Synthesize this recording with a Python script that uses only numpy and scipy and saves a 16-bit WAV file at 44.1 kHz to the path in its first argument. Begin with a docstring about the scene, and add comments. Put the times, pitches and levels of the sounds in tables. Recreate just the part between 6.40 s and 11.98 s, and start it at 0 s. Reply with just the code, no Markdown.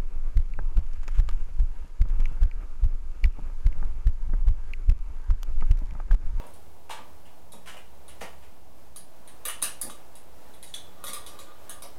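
"""A small block-walled shed with a gritty concrete floor, heard from one spot on a mono microphone.
First shoes scuff and a lifter squats down to a weight plate, with a few light clinks of steel chain.
Around 3 s the chain is fed through the plate: links clink hard, the plate knocks and scrapes.
Just after 4 s the snap hook rings, then the chain is pulled over the rim of the hole four times.
A faint wavering hum and a soft outdoor rush lie underneath throughout."""
import sys
import numpy as np
from scipy import signal
from scipy.fft import rfft, irfft, next_fast_len
from scipy.io import wavfile
from scipy.ndimage import map_coordinates

SR = 44100
rng = np.random.default_rng(int(sys.argv[2]) if len(sys.argv) > 2 else 0)


def to_wav(sig):
    """Store sig (one row per channel, or 1-D mono) as 16-bit WAV at the path in sys.argv[1].

    Samples outside -1..1 are clipped; the rate is SR.
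    """
    pcm = np.clip(np.atleast_2d(sig), -1, 1) * 32767
    pcm = np.round(pcm).astype(np.int16)
    wavfile.write(sys.argv[1], SR, pcm.T)  # frames by channels


N = 246078
T = np.arange(int(.6 * SR)) / SR  # time within one contact [s]

# modes of the steel links, the snap hook and the weight plate: (frequency [Hz], level [dB], t60 [s])
LINK_MODES = [(6148, -12, .2), (6293, -10, .25), (6562, -8, .25), (6864, -13, .2), (7780, -7, .12),
              (8300, -9, .15), (8576, -7, .15), (9044, -1, .24), (9114, -4, .2), (9238, -4, .2),
              (9464, -1, .22), (9609, -3, .2), (9808, -4, .2), (9876, -5, .2), (10013, -3, .22),
              (10347, -9, .17), (10490, -7, .17), (10724, -2, .22), (10800, -4, .17), (11375, -9, .17),
              (11702, -4, .2), (11741, -4, .2), (11860, -9, .17), (12457, -13, .17), (12995, -12, .15),
              (13460, -17, .22), (14260, -12, .17), (14750, -16, .17), (15579, -15, .12)]
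HOOK_MODES = [(3369, 0, .36), (3433, 0, .36), (3521, -6, .2), (3677, -3, .22), (3829, 0, .24),
              (3978, -5, .2), (4032, -4, .2), (4296, -10, .17), (4474, -12, .17)]
PLATE_MODES = [(544, -5, .3), (1130, 2, .1), (1176, -1, .35), (1217, -1, .4), (1430, -7, .4),
               (1583, -17, .25), (1884, -13, .3), (2517, -13, .3), (3070, -13, .22)]
# struck itself, the hook sounds its lowest pair: (hook over link [dB], main note [Hz])
HOOK_MAIN_NOTE = [(0, 3850), (6, 3460)]
# harder contacts reach higher: (link level [dB], gain above 12 kHz [dB])
HARDNESS_TREBLE = [(-52, -18), (-30, 1)]
# click of steel on steel: (frequency [Hz], level [dB])
CLICK_SPECTRUM = [(200, -41), (600, 7), (1150, -28), (1700, 4.5), (2800, 0), (3850, 2), (5200, -3),
                  (6450, -2), (7200, -1), (8100, 0), (9500, 7), (11700, 1.5), (13000, 5), (16000, -8)]
# only a blow on the plate gives a full click: (plate over click [dB], gain below 2.5 kHz [dB])
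CLICK_FULLNESS = [(-23, -7.5), (-1.5, -1)]
# chain contacts: (time [s], link level [dB], hook level [dB], plate level [dB], link note [Hz])
CHAIN_CONTACTS = [(0.067, -53.5, -82, -65, 10300), (0.138, -52.5, -67, -72, 10200),
                  (1.121, -46.5, -48.5, -64, 8580), (1.681, -47.5, -52, -53, 9800),
                  (2.561, -35.5, -52, -52.5, 10730), (2.876, -46.5, -53.5, -62, 9500),
                  (3.053, -27, -35.5, -36.5, 9600), (3.083, -27.5, -62, -41.5, 10770),
                  (3.219, -34, -36.5, -57, 12000), (3.225, -19, -38, -31.5, 9300),
                  (3.414, -24.5, -48, -44, 10000), (3.498, -43.5, -46, -39.5, 9430),
                  (3.754, -46, -55, -72, 7780), (4.138, -56.5, -53, -65, 9490),
                  (4.228, -42, -45, -72, 10770), (4.274, -50.5, -52, -72, 8300),
                  (4.340, -42.5, -29.5, -54, 9800), (4.640, -35.5, -41, -36.5, 11700),
                  (4.668, -35, -38.5, -43, 9340), (4.681, -39.5, -37.5, -57, 11630),
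                  (4.733, -31, -39, -43, 9670), (4.864, -42.5, -41, -56, 8800),
                  (4.990, -45.5, -44.5, -48, 8810), (5.295, -33.5, -47.5, -44, 9600),
                  (5.422, -37.5, -47.5, -44.5, 10780)]


def chain():
    """Each contact is a hard click that rings the links, the hook and the plate they hang on."""
    out = np.zeros(N)
    spread = 1 - np.exp(-T / .0009)  # the blow runs down the chain in a millisecond or two
    for s, link_db, hook_db, plate_db, link_hz in CHAIN_CONTACTS:
        click_db = .57 * link_db + .43 * hook_db - 2
        top_db = lookup(HARDNESS_TREBLE, link_db)
        body_db = lookup(CLICK_FULLNESS, plate_db - click_db)
        hook_hz = lookup(HOOK_MAIN_NOTE, hook_db - link_db)
        hardness = lambda hz: top_db * np.clip((hz - 11800) / 600, 0, 1)
        link_colour = lambda hz: hardness(hz) + 10 * bump(hz, link_hz, width_hz=150)
        hook_colour = lambda hz: 8 * bump(hz, hook_hz, width_hz=100)
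        links = struck_steel(LINK_MODES, scatter_db=3, wet_db=-8, ping_db=2, boost=link_colour)
        hook = struck_steel(HOOK_MODES, scatter_db=1.5, wet_db=-4, ping_db=6, boost=hook_colour)
        plate = struck_steel(PLATE_MODES, scatter_db=1.5, wet_db=-6, ping_db=7)
        add(out, s, amp(link_db - 9.5) * links + amp(hook_db - 9) * hook + amp(plate_db - 8.5) * plate)
        # links pressed together ring only briefly
        neighbours = ring(LINK_MODES, scatter_db=4, boost=link_colour, detune=.012)
        add(out, s, amp(link_db - 13) * in_shed(neighbours * spread * decay(.02), wet_db=4))
        body = lambda hz: body_db * np.clip((3000 - hz) / 700, 0, 1)
        click = noise(CLICK_SPECTRUM, boost=lambda hz: body(hz) + hardness(hz) + uneven(hz, depth_db=2.5))
        add(out, s, amp(click_db - 4) * in_shed(click * spread * decay(.009), wet_db=11.5))
    return out


def struck_steel(modes, scatter_db, wet_db, ping_db, boost=lambda hz: 0):
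    """The contact chokes a strong first ping; a weaker ring lingers, damped by the hand."""
    grip_s, choke_s = .4, .03
    envelope = decay(grip_s) + amp(ping_db) * decay(choke_s)
    return in_shed(ring(modes, scatter_db, boost) * envelope, wet_db)


def ring(modes, scatter_db, boost=lambda hz: 0, detune=0):
    """Damped modes, excited at new strengths by each contact; detune sets unlike links apart."""
    chance = rng.standard_normal((len(modes), 3))
    out = np.zeros(len(T))
    for (hz, db, t60), (strength, phase, tuning) in zip(modes, chance):
        tone = np.sin(2 * np.pi * (hz * (1 + detune * tuning) * T + phase))
        out += amp(db + scatter_db * strength + boost(hz)) * decay(t60) * tone
    return out


def uneven(hz, depth_db):
    """A random gain in dB along frequency: each blow favours other parts of the steel."""
    knots = np.linspace(0, SR / 2, 56)
    return depth_db * np.interp(hz, knots, rng.standard_normal(len(knots)))


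# pulls of the chain through the plate: (time of the fastest moment [s], level [dB])
CHAIN_PULLS = [(4.655, -48), (4.76, -44.5), (5.035, -44), (5.32, -51)]


def chain_drag():
    """Links slide over the rim of the hole, ringing plate and hook with tiny ticks at each pull."""
    rise_db_per_s, fall_db_per_s, ticks_per_s = 162, 104, 300
    now = np.arange(N) / SR
    sliding = sum(amp(db - np.maximum(rise_db_per_s * (s - now), fall_db_per_s * (now - s)))
                  for s, db in CHAIN_PULLS)
    ticks = (rng.random(N) < ticks_per_s / SR) * rng.standard_normal(N)
    steel = (ring(PLATE_MODES, scatter_db=1) + amp(-14) * ring(HOOK_MODES, scatter_db=1)) * decay(.3)
    return sliding * amp(-3) * unit(signal.fftconvolve(ticks, steel)[:N])


# rasp of a slide and the grit cracking under it: (frequency [Hz], level [dB])
RASP_SPECTRUM = [(300, -29), (700, -4), (1500, -2), (3000, -4), (4200, -11.5), (6000, -16.5), (10000, -32)]
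GRIT_SPECTRUM = [(2500, -36), (5000, 2), (8000, 11.5), (11000, 8.5), (13000, 4), (16000, -7.5)]
# soles and plate rubbing on the floor: (time [s], level [dB], length [s], hollow resonance [dB])
FLOOR_SCUFFS = [(0.494, -39, 0.069, -0.5), (0.854, -57.5, 0.042, 13), (1.259, -43.5, 0.11, 3),
                (1.364, -49, 0.044, 10), (1.686, -54.5, .04, 8), (1.807, -40, 0.032, 2.5),
                (2.024, -56.5, 0.039, 3), (3.08, -36.5, 0.051, 11), (3.234, -41.5, 0.037, 12)]


def scuffs():
    """Sand rolls and cracks under a short slide: a rasp with one hollow resonance, sharp grit on top."""
    rise_s, hollow_hz = .007, 2925
    out = np.zeros(N)
    for s, db, length, hollow_db in FLOOR_SCUFFS:
        grains = amp(4.6 * np.interp(T, T[::64], rng.standard_normal(len(T[::64]))))
        stroke = grains * decay(2 * length) * (1 - np.exp(-T / rise_s))
        rasp = noise(RASP_SPECTRUM, boost=lambda hz: hollow_db * bump(hz, hollow_hz, width_hz=190))
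        add(out, s, amp(db - 3) * in_shed(rasp * stroke, wet_db=2))
        add(out, s, amp(db - 11) * in_shed(noise(GRIT_SPECTRUM) * stroke, wet_db=2.5))
    return out


# thump and clack on the concrete: (frequency [Hz], level [dB])
THUMP_SPECTRUM = [(70, -17), (170, 8), (260, 9.5), (400, -4.5), (800, -18), (2500, -53.5)]
CLACK_SPECTRUM = [(200, -40), (500, 6.5), (850, 6.5), (1150, 2.5), (1500, -11.5), (2200, -7.5), (3500, -14),
                  (7000, -38)]
# a harder knock clacks higher: (clack level [dB], main note [Hz])
CLACK_MAIN_NOTE = [(-36, 520), (-35, 900)]
# footfalls and dull knocks of the plate: (time [s], thump level [dB], clack level [dB])
FLOOR_KNOCKS = [(0.004, -61, -43), (0.039, -52, -45.5), (0.499, -75, -34.5), (0.587, -50.5, -44),
                (1.135, -46.5, -48), (1.344, -56, -47), (1.814, -43.5, -36), (3.222, -44, -55),
                (3.436, -41.5, -50), (3.467, -45, -46.5), (4.678, -49, -50.5), (5.438, -64, -43.5)]


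def knocks():
    """Weight meets the concrete floor: a low thump and a short hollow clack."""
    out = np.zeros(N)
    for s, thump_db, clack_db in FLOOR_KNOCKS:
        clack_hz = lookup(CLACK_MAIN_NOTE, clack_db)
        thump = noise(THUMP_SPECTRUM, boost=lambda hz: 7 * bump(hz, centre_hz=230, width_hz=24))
        clack = noise(CLACK_SPECTRUM, boost=lambda hz: 7 * bump(hz, clack_hz, width_hz=80))
        add(out, s, amp(thump_db - 7.5) * in_shed(thump * decay(.088), wet_db=7.5))
        add(out, s, amp(clack_db - 4.5) * in_shed(clack * decay(.07), wet_db=2.5))
    return out


# reverberation of the block walls: (frequency [Hz], t60 [s])
SHED_DECAY = [(150, 0.17), (1000, 0.34), (3000, 0.35), (9000, 0.27), (15000, 0.16)]


def in_shed(x, wet_db):
    """The microphone hears the direct sound, then the bare walls; rms 1 over the first 30 ms."""
    hz, t, spectra = signal.stft(rng.standard_normal(len(T)), SR, nperseg=256)
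    fading = np.exp(-np.log(1000) * t / along(SHED_DECAY, hz)[:, None])
    tail = signal.istft(spectra * fading, SR, nperseg=256)[1][:len(T)]
    tail *= 1 - np.exp(-T / .0034)
    heard = x + amp(wet_db) * signal.fftconvolve(x, tail / np.linalg.norm(tail))[:len(T)]
    return heard / np.sqrt(np.mean(heard[:int(.03 * SR)] ** 2))


# the hum sinks slowly, picks up and sinks again: (time [s], frequency [Hz], level [dB])
HUM_DRIFT = [(0.1, 77.5, -57.5), (0.95, 81, -63), (1.3, 68.1, -64), (1.8, 70.35, -53), (2.55, 61.5, -61),
             (3.1, 55.3, -59.5), (4.15, 55, -64), (4.4, 87, -61.5), (5.5, 77, -63)]
# rush from outdoors: (time [s], level [dB])
RUSH_LEVEL = [(0.05, -53.5), (0.29, -57.5), (2.96, -59), (3.28, -56), (3.89, -57.5), (4.98, -53.5),
              (5.55, -54)]
# steady room tone, a low rumble with faint hiss: (frequency [Hz], level [dB])
AIR_SPECTRUM = [(25, -2), (40, -29), (53, 3.5), (70, -1), (90, -4), (115, -11), (240, -11.5), (400, -14),
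                (800, -11.5), (1100, -17.5), (1500, -39), (2300, -31), (6000, -33), (15800, -34.5)]


def background():
    """A low hum drifts like a distant engine, over a faint drone, the outdoor rush and room tone."""
    hum_hz, hum_db = curves(HUM_DRIFT)
    rush_db, = curves(RUSH_LEVEL)
    tone = lambda hz: np.sin(2 * np.pi * np.cumsum(hz) / SR)
    hum = amp(hum_db + .5 + .58 * wobble(4.1)) * tone(hz=hum_hz + wobble(6.92))
    drone = amp(-68 + 2.7 * wobble(4.6)) * tone(hz=177 + 2.43 * wobble(9.2))
    rush = noise([(100, -25.5), (300, -6), (650, -4), (1100, -10.5), (2000, -17), (6000, -24)], size=N)
    rush *= amp(rush_db - .38 + 1.75 * wobble(7))
    return hum + drone + rush + amp(-56) * noise(AIR_SPECTRUM, size=N)


def amp(db):
    """Decibels to gain."""
    return 10 ** (np.asarray(db) / 20)


def unit(x):
    """Scale to rms 1."""
    return x / np.sqrt(np.mean(x ** 2) + 1e-20)


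def lookup(points, x):
    """Interpolate (x, value) points."""
    return np.interp(x, *np.transpose(points))


def along(points, hz):
    """Interpolate (frequency [Hz], value) points on a log axis."""
    knots_hz, values = np.transpose(points)
    return np.interp(np.log(hz + 1), np.log(knots_hz), values)


def curves(rows):
    """One value per sample for each column after the time."""
    s, *columns = np.transpose(rows)
    return [np.interp(np.arange(N) / SR, s, column) for column in columns]


def wobble(rate):
    """A smooth random curve, rate knots a second."""
    return map_coordinates(rng.standard_normal(400), [np.arange(N) * rate / SR], mode="wrap")


def filtered(x, gain):
    """x times a gain that depends on frequency."""
    size = next_fast_len(len(x) + 4096)
    return irfft(rfft(x, size) * gain(np.fft.rfftfreq(size, 1 / SR)), size)[:len(x)]


def bump(hz, centre_hz, width_hz):
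    """A resonance curve of height 1."""
    return 1 / (1 + ((hz - centre_hz) / width_hz) ** 2)


def noise(spectrum, size=len(T), boost=lambda hz: 0):
    """Coloured noise of rms 1, with an optional extra dB curve."""
    return unit(filtered(rng.standard_normal(size), lambda hz: amp(along(spectrum, hz) + boost(hz))))


def decay(t60):
    """Fall by 60 dB in t60 seconds."""
    return np.exp(-np.log(1000) * T / t60)


def add(track, s, sound):
    """Mix a sound in at time s."""
    start = round(s * SR)
    track[start:start + len(sound)] += sound[:N - start]


def scene():
    """Everything in the shed, heard from one spot."""
    return (chain() + chain_drag() + scuffs() + knocks() + background())[None]


def record(dry):
    """The camera's microphone channel has a steep band limit and a small constant offset."""
    top_hz, offset = 15950, .021
    return filtered(dry[0], lambda hz: hz < top_hz)[None] + offset


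dry = scene()
out = record(dry)
to_wav(out)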